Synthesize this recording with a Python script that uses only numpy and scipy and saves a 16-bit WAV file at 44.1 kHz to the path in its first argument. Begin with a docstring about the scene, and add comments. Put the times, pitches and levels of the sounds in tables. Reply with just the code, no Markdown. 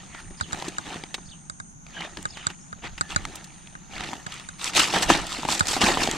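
"""A wire cage trap, close up, is unhooked, lifted and shaken out over a woven plastic sack.
Sleeves, mesh and sack rustle in tiny stick-slip releases; hook and wires snap, squeak and ring
among dull thuds. The two microphone ports are on a body-worn camera, which knocks and rocks
in its mount and is buffeted as the body sways. All around is a summer meadow: insects scrape
their wings in the grass, and two far birds whistle over a low drone."""
import sys
import numpy as np
from scipy import signal
from scipy.fft import rfft, irfft, next_fast_len
from scipy.io import wavfile
from scipy.ndimage import uniform_filter1d

SR = 44100
rng = np.random.default_rng(int(sys.argv[2]) if len(sys.argv) > 2 else 0)


def output_pcm(signal):
    """Save a mono or channel-first signal as 16-bit PCM at the path in sys.argv[1].

    Samples are clipped to [-1, 1] before scaling.
    """
    pcm = np.clip(np.atleast_2d(signal).T, -1, 1) * 32767
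    wavfile.write(sys.argv[1], SR, np.round(pcm).astype(np.int16))


N = 272097
TIME = np.arange(N) / SR

# close-up spectra of the handling: (frequency [Hz], level [dB])
SACK_CRUMPLE = [(30, -20.5), (100, -17), (160, 3), (240, -0.5), (330, 3.5), (470, -7), (650, -3.5),
                (820, 1), (1030, -8.5), (1250, -20.5), (1800, -2.5), (4000, -68)]
MESH_SCRAPE = [(500, -15.5), (900, -0.5), (1050, -1), (1300, 5), (1650, -3), (1880, -1.5), (2150, -1),
               (2750, 0), (3300, -2), (3810, -3), (4400, -15), (6000, -11.5), (10000, -50.5)]
WEAVE_HISS = [(2500, -7.5), (4300, -0.5), (5500, -3), (6300, -3.5), (8200, -4), (9200, -9.5),
              (10500, -15.5), (15000, -50)]
FINE_FIZZ = [(4000, -1.5), (8000, 11), (9500, 2), (11000, 1.5), (14000, -2), (16000, -35)]
SNAP_SPECTRUM = [(40, 13.5), (180, 10), (330, 11.5), (470, 0.5), (850, 3.5), (1400, -2), (3500, -1.5),
                 (5500, -5), (8300, -2), (10200, -13.5), (15000, -21.5)]
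# strokes of sleeve and mesh over the sack, ahead of the layer gains:
# (start [s], rise [s], hold [s], t60 [s], level [dB], crumple offset [dB], fizz offset [dB])
STROKES = [(0.132, 0.058, 0.018, 0.099, -45.5, -11, -19), (0.465, 0.083, 0.14, 0.11, -40, 1, -18),
           (0.839, 0.017, .11, 0.3, -39, -2, -23), (1.909, 0.11, 0.037, 0.2, -37, -2.5, -39),
           (2.153, 0.034, 0.032, 0.19, -51, 4, -16), (2.359, 0.014, 0.12, 0.18, -40, -15, -41),
           (2.818, 0.024, 0.023, 0.12, -35, -4, -30), (3.083, 0.026, 0.017, 0.064, -33, -14, -20.5),
           (3.107, 0.011, 0.26, 0.43, -46, 0.5, -21.5), (3.89, 0.06, 0.14, 0.38, -37.5, -2.5, -22.5),
           (4.06, 0.028, 0.051, 0.7, -52, 8.5, -4), (4.26, 0.056, 0.029, 0.73, -38, -12, -23.5),
           (4.577, 0.077, 0.036, 0.093, -30, -26, -13), (4.743, 0.02, 0.039, 0.38, -19, -11.5, -12),
           (4.913, 0.023, 0.034, 0.23, -25, 1.5, -15.5), (5.014, 0.011, 0.013, 0.052, -24, -3.5, -11.5),
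           (5.081, 0.014, 0.016, 0.31, -18.5, 0.5, -17.5), (5.281, 0.023, .02, 1, -35, -18, -11.5),
           (5.473, 0.031, 0.025, 0.33, -26, -6, -9), (5.641, 0.056, 0.052, 0.25, -29, -26, -7),
           (5.804, 0.011, 0.068, 0.43, -21, 0, -16), (5.967, 0.053, 0.014, 0.35, -33, 3, -5)]
# light rubbing between strokes, cage in hand: (time [s], level [dB])
LIGHT_CONTACT = [(0, -49.5), (.35, -54.5), (.75, -45), (1.2, -55.5), (1.45, -61.5), (1.8, -74),
                 (1.9, -51.5), (2.3, -51.5), (2.62, -61), (3.1, -50), (3.85, -56.5), (4.2, -55),
                 (4.52, -59), (4.7, -42.5), (4.88, -33.5), (5.07, -31), (5.42, -40.5), (6.17, -31.5)]
# hook and wires snapping past each other: (time [s], level [dB], centre [Hz], t60 [s])
SNAPS = [(.146, -36.5, 1570, 0.057), (.4, -37, 2170, 0.064), (.523, -34.5, 5030, 0.0096),
         (.6, -38, 4000, 0.014), (.683, -31.5, 7300, 0.022), (1.037, -36.5, 3170, .009),
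         (1.142, -25.5, 3700, 0.033), (1.147, -30.5, 2880, .03), (1.179, -39.5, 1000, 0.046),
         (1.865, -44, 2050, 0.017), (2.008, -35.5, 2540, 0.011), (2.027, -41, 2800, 0.015),
         (2.046, -36, 1990, 0.029), (2.171, -31, 1910, 0.02), (2.227, -39, 10150, 0.0089),
         (2.371, -35, 1980, 0.027), (2.5, -33, 1790, 0.063), (2.978, -34, 2310, 0.059),
         (3.147, -39, 3500, 0.01), (3.252, -26, 1660, 0.01), (3.355, -34.5, 12500, 0.032),
         (3.442, -39.5, 7000, 0.037), (3.672, -43, 2900, 0.012), (3.98, -36, 2197, 0.012),
         (4.007, -29, 1500, 0.01), (4.036, -30.5, 2180, 0.047), (4.263, -36, 2030, 0.016),
         (4.321, -35.5, 3600, 0.02), (4.341, -40, 7900, 0.01), (4.397, -37, 2380, 0.013),
         (4.643, -23.5, 7260, 0.007), (4.678, -28, 3000, 0.009), (4.733, -29, 2570, 0.097),
         (4.761, -18.5, 3000, 0.03), (4.778, -20.5, 2820, 0.0064), (4.781, -33, 2940, 0.0044),
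         (4.795, -15, 4000, 0.019), (4.8, -16, 2480, 0.01), (4.832, -23.5, 3230, .03),
         (5.023, -19.5, 4500, 0.056), (5.161, -34, 3040, 0.012), (5.267, -34, 9600, 0.012),
         (5.326, -29.5, 2800, 0.015), (5.594, -20, 7040, 0.029), (5.67, -25, 5460, 0.0069),
         (5.682, -22.5, 6000, 0.032), (5.814, -19, 2620, 0.016), (5.82, -17, 2620, 0.055),
         (5.94, -31, 3500, 0.0078), (6.033, -21, 3750, 0.046), (6.074, -28.5, 3000, 0.0062),
         (6.112, -25, 6600, 0.01)]
# modes of the cage wires: (frequency [Hz])
MESH_MODES = [1899, 2340, 2505, 2756, 2870, 3740]
# the hook dragging along a wire:
# (start [s], length [s], level [dB], first pitch [Hz], last pitch [Hz], width [Hz])
SQUEAKS = [(0.078, 0.17, -48, 2500, 1360, 600), (1.935, 0.12, -40, 3100, 2950, 260),
           (1.963, 0.025, -36, 1750, 1580, 300), (2.377, 0.069, -45, 3500, 2500, 450),
           (2.829, 0.054, -38, 2600, 1600, 805), (3.086, 0.072, -46, 2700, 3100, 350),
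           (3.962, 0.15, -48, 3100, 1600, 398)]
# dull thuds: the cage bumping the sack, and a soft low thump of the camera rocking:
# (time [s], level [dB], centre [Hz], t60 [s])
THUDS = [(.245, -42, 90, 0.073), (.307, -37, 180, 0.038), (.425, -38, 90.5, 0.072),
         (.623, -26.5, 850, 0.012), (.681, -28.5, 345, 0.024), (0.866, -36, 260, 0.083),
         (.943, -29.5, 1150, 0.01), (0.959, -31, 405, 0.027), (1.037, -30.5, 790, 0.014),
         (1.143, -38, 835, .04), (2.177, -31, 304, 0.071), (4.075, -39, 218, 0.07),
         (4.132, -25, 890, 0.022), (4.787, -30, 260, 0.019), (4.819, -24, 483, 0.017),
         (4.938, -20, 900, 0.026), (4.961, -16.5, 935, 0.088), (5.01, -21, 510, 0.029),
         (5.101, -7, 993, 0.024), (5.105, -12, 298, 0.027), (5.187, -25.5, 645, 0.046),
         (5.387, -27, 320, 0.028), (5.432, -27, 977, 0.017), (5.45, -19.5, 760, 0.022),
         (5.487, -17, 880, 0.039), (5.732, -27, 850, 0.048), (5.765, -20, 760, 0.084),
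         (5.835, -19, 187, 0.086), (5.885, -13.5, 760, 0.1), (5.972, -18, 900, 0.037),
         (6.016, -18, 940, 0.039), (6.074, -19.5, 860, 0.015), (6.087, -21, 413, 0.0095)]
# the hook rod ringing after a touch, and the camera housing ringing on after two knocks at about 4 kHz: (time
# [s], level [dB], pitch [Hz], t60 [s])
LINGERING_RINGS = [(3.005, -42.5, 1750, 0.77), (3.01, -46, 4140, 0.087), (3.161, -31, 4020, 0.071)]
# the camera knocking in its mount: (time [s], level [dB], treble [dB], thump [dB])
MOUNT_KNOCKS = [(.41, -24, -9, -9.5), (0.53, -25, -9.5, -19), (0.783, -27.5, -6.5, -20),
                (1.498, -34, -1.5, -16), (1.6, -33.5, -7.5, -11), (2.254, -24.5, -10.5, -18),
                (2.468, -21, -4.5, -20), (2.728, -33, -14, -13), (3.01, -21.5, -3.5, -19.5),
                (3.161, -16, -8, -17), (3.752, -37.5, -22, -21), (4.266, -29.5, -10, -23),
                (4.488, -34, -4, -18), (5.607, -13.5, -13, -15.5)]
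# camera housing modes: (frequency [Hz], energy [dB], t60 [s], left-right [dB], left lead [rad])
HOUSING_MODES = [(155, -7.5, 0.043, -7.5, 4), (287, -14.5, 0.058, -2.5, 3), (600, -14.5, 0.045, -3.5, 4),
                 (840, -11, 0.02, -2.5, 2.5), (950, -18.5, 0.017, 0, 1.5), (1250, -0.5, 0.041, 1, 3.5),
                 (1458, 0.5, 0.015, 4, 2.5), (1580, -5, 0.018, -7.5, 4), (2120, -15, 0.011, 6, 8),
                 (3790, -11, 0.013, -5.5, 0.7), (4560, -11.5, 0.016, -11, 3.5),
                 (5000, -15, 0.0076, -11, 4.5), (7030, -7, 0.0047, -13, -2.1), (7780, -9, 0.0037, -7, 6),
                 (8820, -11.5, 0.0015, -17, 2.5)]
# a steady insect in the grass: (time [s], level [dB], centre pitch [Hz], wing strokes [1/s])
STEADY_INSECT = [(0, -60, 6700, 150), (1.1, -56, 6380, 66), (1.85, -61.5, 6480, 79), (2.2, -55.5, 6760, 70),
                 (2.6, -58.5, 6800, 73), (3.1, -63, 6480, 71), (4.2, -61, 6440, 61)]
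# shriller phrases and short thin buzzes: (start [s], length [s], level [dB], pitch [Hz])
SHRILL_PHRASES = [(0, 1.74, -59.5, 8680), (1.98, 0.78, -61.5, 8650), (2.93, .87, -61.5, 8850),
                  (4.35, 1.75, -60, 8800)]
THIN_BUZZES = [(.16, .29, -57.5, 9130), (3.5, 0.29, -63, 9000), (4.38, .24, -62, 9200)]
# shape of the far bird's call: (time [s], pitch [Hz], level [dB])
CALL_SHAPE = [(0, 5500, -11), (.012, 4300, -11), (.022, 5100, -3), (.029, 3600, -30), (0.037, 3500, -6),
              (.05, 4800, -6), (.06, 3800, -1), (.074, 2950, -1), (.1, 2700, -16)]
# its calls across the meadow: (time [s], level [dB])
BIRD_CALLS = [(.372, -41), (1.253, -44.5), (2.287, -41.5)]
# spectra of the open air and of buffeting on the microphone: (frequency [Hz], level [dB])
AIR_SPECTRUM = [(12, -26), (20, -10.5), (103, -12.5), (174, 0), (457, -26.5), (800, -15.5), (1240, -24),
                (1510, -19), (1680, -27.5), (4690, -41), (5500, -31.5), (6530, -11.5), (7720, -35),
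                (9110, -20), (10200, -45), (15000, -71)]
BUFFET_SPECTRUM = [(15, 0), (35, 4), (90, -2), (150, -7), (400, -53)]
# body sways that buffet the microphone: (start [s], length [s], level [dB])
BODY_SWAYS = [(0.207, 0.17, -43), (0.382, 0.41, -56), (1.238, 0.083, -45), (2.052, 0.42, -49),
              (2.795, 0.24, -40.5), (3.073, 0.3, -39), (3.88, 0.26, -43), (4.74, 1, -47), (5.01, 0.27, -33),
              (5.477, 0.99, -39.5)]
# likeness of the two ports, close and far: (frequency [Hz], coherence [clipped to -1..1])
NEAR_COHERENCE = [(40, 0.84), (300, 0.99), (900, 0.75), (1450, 0.68), (1900, 0.85), (2250, 0.65),
                  (2800, 0.87), (4200, 0.88), (5500, 0.55), (7000, 0.43), (9000, 0.035), (15000, .05)]
FAR_COHERENCE = [(40, 0.6), (170, 0.58), (600, -0.92), (1300, -0.56), (2200, -0.6), (4000, 0.1),
                 (7000, -0.1), (15000, -2.5)]
# balance of the two ports: (frequency [Hz], left-right [dB])
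PORT_BALANCE = [(100, -2), (500, 2), (850, -1), (1150, 1), (1600, -1.5), (2350, 0.5), (3000, 0),
                (6500, 0.5), (8300, -2.5), (10500, 0)]


def rubbing(shared=0.42):
    """At arm's length, slips excite the hollow sack, the scraping mesh, the weave and a fine fizz."""
    crumple, scrape, weave, fizz = friction()
    common = slips(per_s=1500, spread_db=4.5, grain_s=0.00026, bed=0.51, clump_db=0.9)
    layers = [(SACK_CRUMPLE, crumple * amp(-2)), (MESH_SCRAPE, scrape * amp(-4)),
              (WEAVE_HISS, weave * amp(6)), (FINE_FIZZ, fizz)]
    out = np.zeros((2, N))
    for spectrum, gain in layers:  # each surface also has slips of its own
        own = slips(per_s=900, spread_db=7.5, grain_s=0.0017, bed=0.47, clump_db=-0.5)
        grains = np.sqrt(shared * common ** 2 + (1 - shared) * own ** 2)
        out += tint(gain * grains * rng.standard_normal((2, N)), spectrum)
    out += crumple * amp(-2.5) * crackle(717, 1320, cycles=2.7, spread_db=4, count=700)  # creases
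    out += scrape * amp(-1.5) * crackle(1850, 4460, cycles=2.26, spread_db=5.5, count=1300)  # wires
    return mic_ports(shifting_contact(out, patchy_db=2.5), NEAR_COHERENCE)


def friction():
    """Gains of crumple, scrape, weave and fizz: strokes rise, hold and die over the light contact."""
    moves = [(amp(curves(LIGHT_CONTACT)[0]), -2, -19.5)]  # gain, crumple and fizz offsets [dB]
    for start, rise, hold, t60, db, crumple_db, fizz_db in STROKES:
        age = TIME - start
        release_db = -60 * np.clip((age - rise - hold) / t60, 0, 2)
        moves.append((np.clip(age / rise, 0, 1) * amp(db + release_db), crumple_db, fizz_db))
    return np.sqrt(sum(np.outer(amp([crumple_db, 0, 0.65 * fizz_db, fizz_db]), gain) ** 2
                       for gain, crumple_db, fizz_db in moves))


def slips(per_s, spread_db, grain_s, bed, clump_db):
    """Envelope of many tiny stick-slip releases, a few large, bunched in clumps."""
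    force = amp(spread_db * np.minimum(rng.exponential(1, N), 4))
    force *= rng.random(N) < per_s / SR
    power = signal.lfilter([1], [1, -np.exp(-1 / (grain_s * SR))], force ** 2)
    power = (power / power.mean() + bed) * amp(clump_db * wander(160)) ** 2
    return np.sqrt(power / uniform_filter1d(power, size=1500))


def crackle(low_hz, high_hz, cycles, spread_db, count):
    """Each crease or wire that lets go rings for a few cycles at its own pitch."""
    when, pitch, force, *phases = rng.random((count, 5)).T[:, :, None]
    age = np.arange(700)
    turns = low_hz * (high_hz / low_hz) ** pitch * age / SR
    envelope = amp(spread_db * np.minimum(-np.log(1 - force), 3)) * turns * np.exp(-2 * turns / cycles)
    samples = ((when * N).astype(int) + age).ravel()
    rings = [envelope * np.sin(2 * np.pi * (turns + phase)) for phase in phases]
    out = np.array([np.bincount(samples, ring.ravel(), N)[:N] for ring in rings])
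    local_power = uniform_filter1d(np.mean(out ** 2, axis=0), size=4000)
    return out / np.sqrt(local_power + 5.4 * np.mean(out ** 2))


def shifting_contact(x, patchy_db):
    """The contact moves over mesh and sack, so their resonances come and go in patches."""
    frames = signal.stft(x, nperseg=512, noverlap=384)[2]
    patches = uniform_filter1d(rng.standard_normal(frames.shape[1:]), size=4, axis=0)
    patches = unit(uniform_filter1d(patches, size=9, axis=1))
    return signal.istft(frames * unit(amp(patchy_db * patches)), nperseg=512, noverlap=384)[1][:, :N]


def wire_snaps():
    """Hook and wire let go close to the microphone, bright and dry."""
    return bursts(SNAPS, fall_db=6.5, rise_s=0.00089, gain_db=1)


def bursts(rows, fall_db, rise_s, gain_db, size=4096):
    """Each release is fast-dying chatter, tilted down by fall_db an octave either side of its centre."""
    out, t = np.zeros((2, N)), np.arange(size) / SR
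    hz = np.geomspace(30, SR / 2, num=60)
    for start, db, centre_hz, t60 in rows:
        noise = rng.standard_normal((3, size))
        chatter = amp(2 * unit(uniform_filter1d(noise[2], size=30)))
        burst = noise[:2] * chatter * amp(-60 * t / t60) * (1 - np.exp(-t / rise_s))
        spectrum_db = at_hz(SNAP_SPECTRUM, hz) - fall_db * abs(np.log2(hz / centre_hz))
        burst = tint(burst, np.c_[hz, spectrum_db])
        onset_level = np.sqrt(2 * np.mean(burst[:, :SR // 125] ** 2))  # first 8 ms
        add(out, start, amp(db + gain_db) * burst / onset_level)
    return mic_ports(out, NEAR_COHERENCE)


def mesh_ring(x, t60=0.071, db=-10):
    """Scraping and snapping leave the wires of the cage ringing briefly."""
    t = np.arange(SR // 4) / SR
    fade = amp(-60 * t / t60)
    ring = sum(np.cos(2 * np.pi * hz * t) for hz in MESH_MODES) * 2 * fade / fade.sum()
    return x + amp(db) * signal.oaconvolve(x, ring[None], axes=1)[:, :N]


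def hook_squeaks():
    """Stick-slip noise drives one wire resonance that shifts as the hook slides."""
    out = np.zeros((2, N))
    for start, length, db, first_hz, last_hz, width_hz in SQUEAKS:
        slide = np.linspace(0, 1, round(length * SR))
        noise = rng.standard_normal((2, SR)) + 1j * rng.standard_normal((2, SR))
        rasp = signal.lfilter(*signal.butter(2, width_hz / 2, fs=SR), noise)[:, :len(slide)]
        tone = np.exp(2j * np.pi * np.cumsum(first_hz + (last_hz - first_hz) * slide) / SR)
        add(out, start, amp(db) * np.sin(np.pi * slide) * unit((rasp * tone).real))
    return mic_ports(out, NEAR_COHERENCE)


def dull_thuds():
    """The cage bumps the sack, or the camera rocks: a few hollow cycles under a burst of noise."""
    out, t = np.zeros((2, N)), np.arange(SR // 8) / SR
    for start, db, hz, _ in THUDS:
        turns = hz * t
        thud = turns * np.exp(1 - turns) * np.sin(2 * np.pi * turns)
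        add(out, start, amp(db - 2.5) * np.sqrt(hz / 1000) * thud)
    return out + bursts(THUDS, fall_db=6, rise_s=0.00017, gain_db=-1.5)


def lingering_rings(buzz=0.55):
    """Long rings: the thin steel rod rings on briefly, and after two knocks the camera housing rings on near 4
    kHz, each buzzing slightly."""
    out, t = np.zeros((2, N)), np.arange(SR) / SR
    for start, db, hz, t60 in LINGERING_RINGS:
        rough = 1 + buzz * (wander(130) + 1j * wander(127))[:SR]
        ring = (rough * np.exp(2j * np.pi * hz * t)).imag / np.hypot(1, buzz)
        add(out, start, amp(db - 60 * t / t60) * ring)
    return out


def camera_knocks(rattle_t60=0.018, rise_s=0.00044, thump_hz=88, thump_s=0.0089, size=3000):
    """Right at the microphone, a tick and a rattle ring the housing; the camera rocks on its mount."""
    out, t = np.zeros((2, N)), np.arange(size) / SR
    side = np.array([[0.5], [-0.5]])
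    thump = np.sin(2 * np.pi * thump_hz * t) * t / thump_s * np.exp(1 - t / thump_s)
    thump = thump * np.array([[0.15], [1.3]])  # mostly on the right
    for start, db, treble_db, thump_db in MOUNT_KNOCKS:
        ring = np.zeros((2, size))
        for hz, mode_db, t60, balance_db, lead in HOUSING_MODES:
            blow = 0.17 * rng.standard_normal(size) * amp(-60 * t / rattle_t60)
            blow[0] = 1  # the hard tick
            struck_hz = hz * (1 + 0.0047 * rng.standard_normal())  # each knock hits a different spot
            envelope = amp(-60 * t / t60) * (1 - np.exp(-t / rise_s))
            mode = envelope * np.sin(2 * np.pi * struck_hz * t + side * lead)
            mode = signal.fftconvolve(mode, blow[None], axes=1)[:, :size]
            hardness_db = (treble_db + 8) * np.clip(np.log(hz / 1500) / np.log(5), 0, 1)
            gain = amp(mode_db + 2 * rng.standard_normal() + hardness_db)
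            ring += gain * unit(mode) * unit(amp(side * balance_db))
        ring = signal.sosfilt(signal.butter(6, 9400, fs=SR, output="sos"), ring)
        add(out, start, amp(db) * (amp(-13) * ring + amp(thump_db + 4) * thump))
    return out


def insects(strokes_per_s=114):
    """Out in the grass: one steady singer, one shriller in phrases, and short thin buzzes."""
    steady = wing_scrape(*curves(STEADY_INSECT), sweep_hz=1150, wet=0.35)
    shrill = wing_scrape(*phrases(SHRILL_PHRASES), strokes_per_s, sweep_hz=1700, wet=0.4)
    thin = wing_scrape(*phrases(THIN_BUZZES), strokes_per_s, sweep_hz=450, wet=0.3, blur_hz=70)
    return steady + shrill + thin


def wing_scrape(db, hz, strokes_per_s, sweep_hz, wet, blur_hz=110):
    """Every wing stroke drags a scraper along a file: a tiny chirp that falls as the stroke slows."""
    stroke = np.cumsum(strokes_per_s * (1 + 0.014 * wander(7.4))) / SR % 1
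    pitch = hz + sweep_hz * (0.5 - stroke) + blur_hz * wander(698)
    song = unit(np.sin(np.pi * stroke) * sine(pitch)) * amp(db + 0.71 * wander(12))
    return meadow(song * np.ones((2, 1)), t60=0.27, wet=wet)


def phrases(rows, edge_s=0.046):
    """Level [dB] and pitch [Hz] of an insect that starts, holds one pitch and stops."""
    gain, hz = np.full(N, amp(-120)), np.full(N, float(rows[0][3]))
    for start, length, db, pitch_hz in rows:
        gain += amp(db) * np.clip(np.minimum(TIME - start, start + length - TIME) / edge_s, 0, 1)
        hz[TIME >= start] = pitch_hz
    return 20 * np.log10(gain), hz


def far_birds(flutter_db=5):
    """Across the meadow a bird repeats a dipping flick and a falling slur; a second calls once."""
    out = np.zeros((2, N))
    knots, pitch, level = np.transpose(CALL_SHAPE)
    t = np.arange(0, knots[-1], 1 / SR)
    tremor = 0.053 * wander(600)
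    for start, db in BIRD_CALLS:
        hz = np.interp(t, knots, pitch) * (1 + tremor[round(start * SR):][:len(t)])
        add(out, start, amp(db + np.interp(t, knots, level)) * sine(hz))
    bow = arch(start=2.594, length=0.072)
    out += amp(-62) * np.sqrt(bow) * sine(4750 + 950 * bow)  # the second bird's thin, arched note
    return meadow(out * amp(flutter_db * wander(180)), t60=0.14, wet=0.74)


def meadow(x, t60, wet):
    """Far sounds reach the microphone directly and scattered by the grass."""
    t = np.arange(SR // 4) / SR
    tail = rng.standard_normal((2, len(t))) * amp(-60 * t / t60)
    scattered = signal.oaconvolve(x, tail / np.linalg.norm(tail[0]), axes=1)[:, :N]
    return (x + wet * scattered) / np.hypot(1, wet)


def open_air(drone_band_hz=(137.5, 192.5), rest_db=-54.5):
    """Faint open air, a narrow far drone, and buffeting on the microphone as the body sways."""
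    hiss = amp(-48.5 + 0.6 * wander(11)) * tint(rng.standard_normal((2, N)), AIR_SPECTRUM, size=8192)
    drone = signal.lfilter(*signal.butter(2, drone_band_hz, "band", fs=SR), rng.standard_normal((2, N)))
    sway_power = sum((amp(db) * arch(start, length)) ** 2 for start, length, db in BODY_SWAYS)
    buffet = tint(rng.standard_normal((2, N)), BUFFET_SPECTRUM, size=8192)
    buffet *= np.sqrt(amp(rest_db) ** 2 + sway_power) * amp([[-1.5], [1.5]])
    return mic_ports(hiss + amp(-56) * unit(drone) + buffet, FAR_COHERENCE)


def mic_ports(pair, coherence):
    """Blends two unrelated signals into what the two microphone ports hear."""
    size = next_fast_len(N, True)
    hz = np.fft.rfftfreq(size, 1 / SR)
    same = np.clip(at_hz(coherence, hz), -1, 1)
    lean = amp(at_hz(PORT_BALANCE, hz) / 2)
    mid, side = rfft(pair, size) * np.sqrt([(1 + same) / 2, (1 - same) / 2])
    return irfft(np.array([(mid + side) * lean, (mid - side) / lean]), size)[:, :N]


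def tint(x, spectrum, size=2048):
    """Minimum-phase filter of unit energy with the given spectrum."""
    cepstrum = irfft(np.log(amp(at_hz(spectrum, np.fft.rfftfreq(size, 1 / SR)))))
    cepstrum[1:size // 2] *= 2
    cepstrum[size // 2 + 1:] = 0
    taps = irfft(np.exp(rfft(cepstrum)))
    return signal.oaconvolve(x, taps[None] / np.linalg.norm(taps), axes=1)[:, :x.shape[1]]


def wander(rate_hz):
    """Smooth random drift of rms 1, mostly slower than the rate."""
    lowpass = signal.butter(2, 0.8 * rate_hz, fs=SR, output="sos")
    return unit(signal.sosfilt(lowpass, rng.standard_normal(N + SR))[SR:])


def amp(db):
    """Decibels to gain."""
    return 10 ** (np.asarray(db) / 20)


def unit(x):
    """Scales to rms 1."""
    return x / np.sqrt(np.mean(x ** 2) + 1e-20)


def sine(hz):
    """A tone that follows a pitch curve."""
    return np.sin(2 * np.pi * np.cumsum(hz) / SR)


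def arch(start, length):
    """Half a sine from start to start + length, zero elsewhere."""
    return np.sin(np.pi * np.clip((TIME - start) / length, 0, 1))


def at_hz(points, hz):
    """Reads a spectrum on a log-frequency axis."""
    knots, values = np.transpose(points)
    return np.interp(np.log(hz + 1), np.log(knots + 1), values)


def curves(rows):
    """The columns of a timed table at every sample."""
    times, *columns = np.transpose(rows)
    return [np.interp(TIME, times, column) for column in columns]


def add(mix, start, sound):
    """Adds a sound to the mix at start [s]."""
    part = mix[:, max(round(start * SR), 0):][:, :sound.shape[-1]]
    part += sound[..., :part.shape[1]]


def scene():
    """Handling close to the microphone, the meadow behind it."""
    handling = mesh_ring(rubbing() + wire_snaps()) + hook_squeaks() + dull_thuds()
    return handling + camera_knocks() + lingering_rings() + insects() + far_birds() + open_air()


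def record(dry, ceiling=0.9, edge_hz=16000):
    """The recorder rounds off the loudest peaks, then limits the band."""
    rounded = dry / (1 + (dry / ceiling) ** 6) ** (1 / 6)
    lowpass = signal.firwin(301, edge_hz, window=("kaiser", 9), fs=SR)
    return signal.oaconvolve(rounded, lowpass[None], "same")


dry = scene()
out = record(dry)
output_pcm(out)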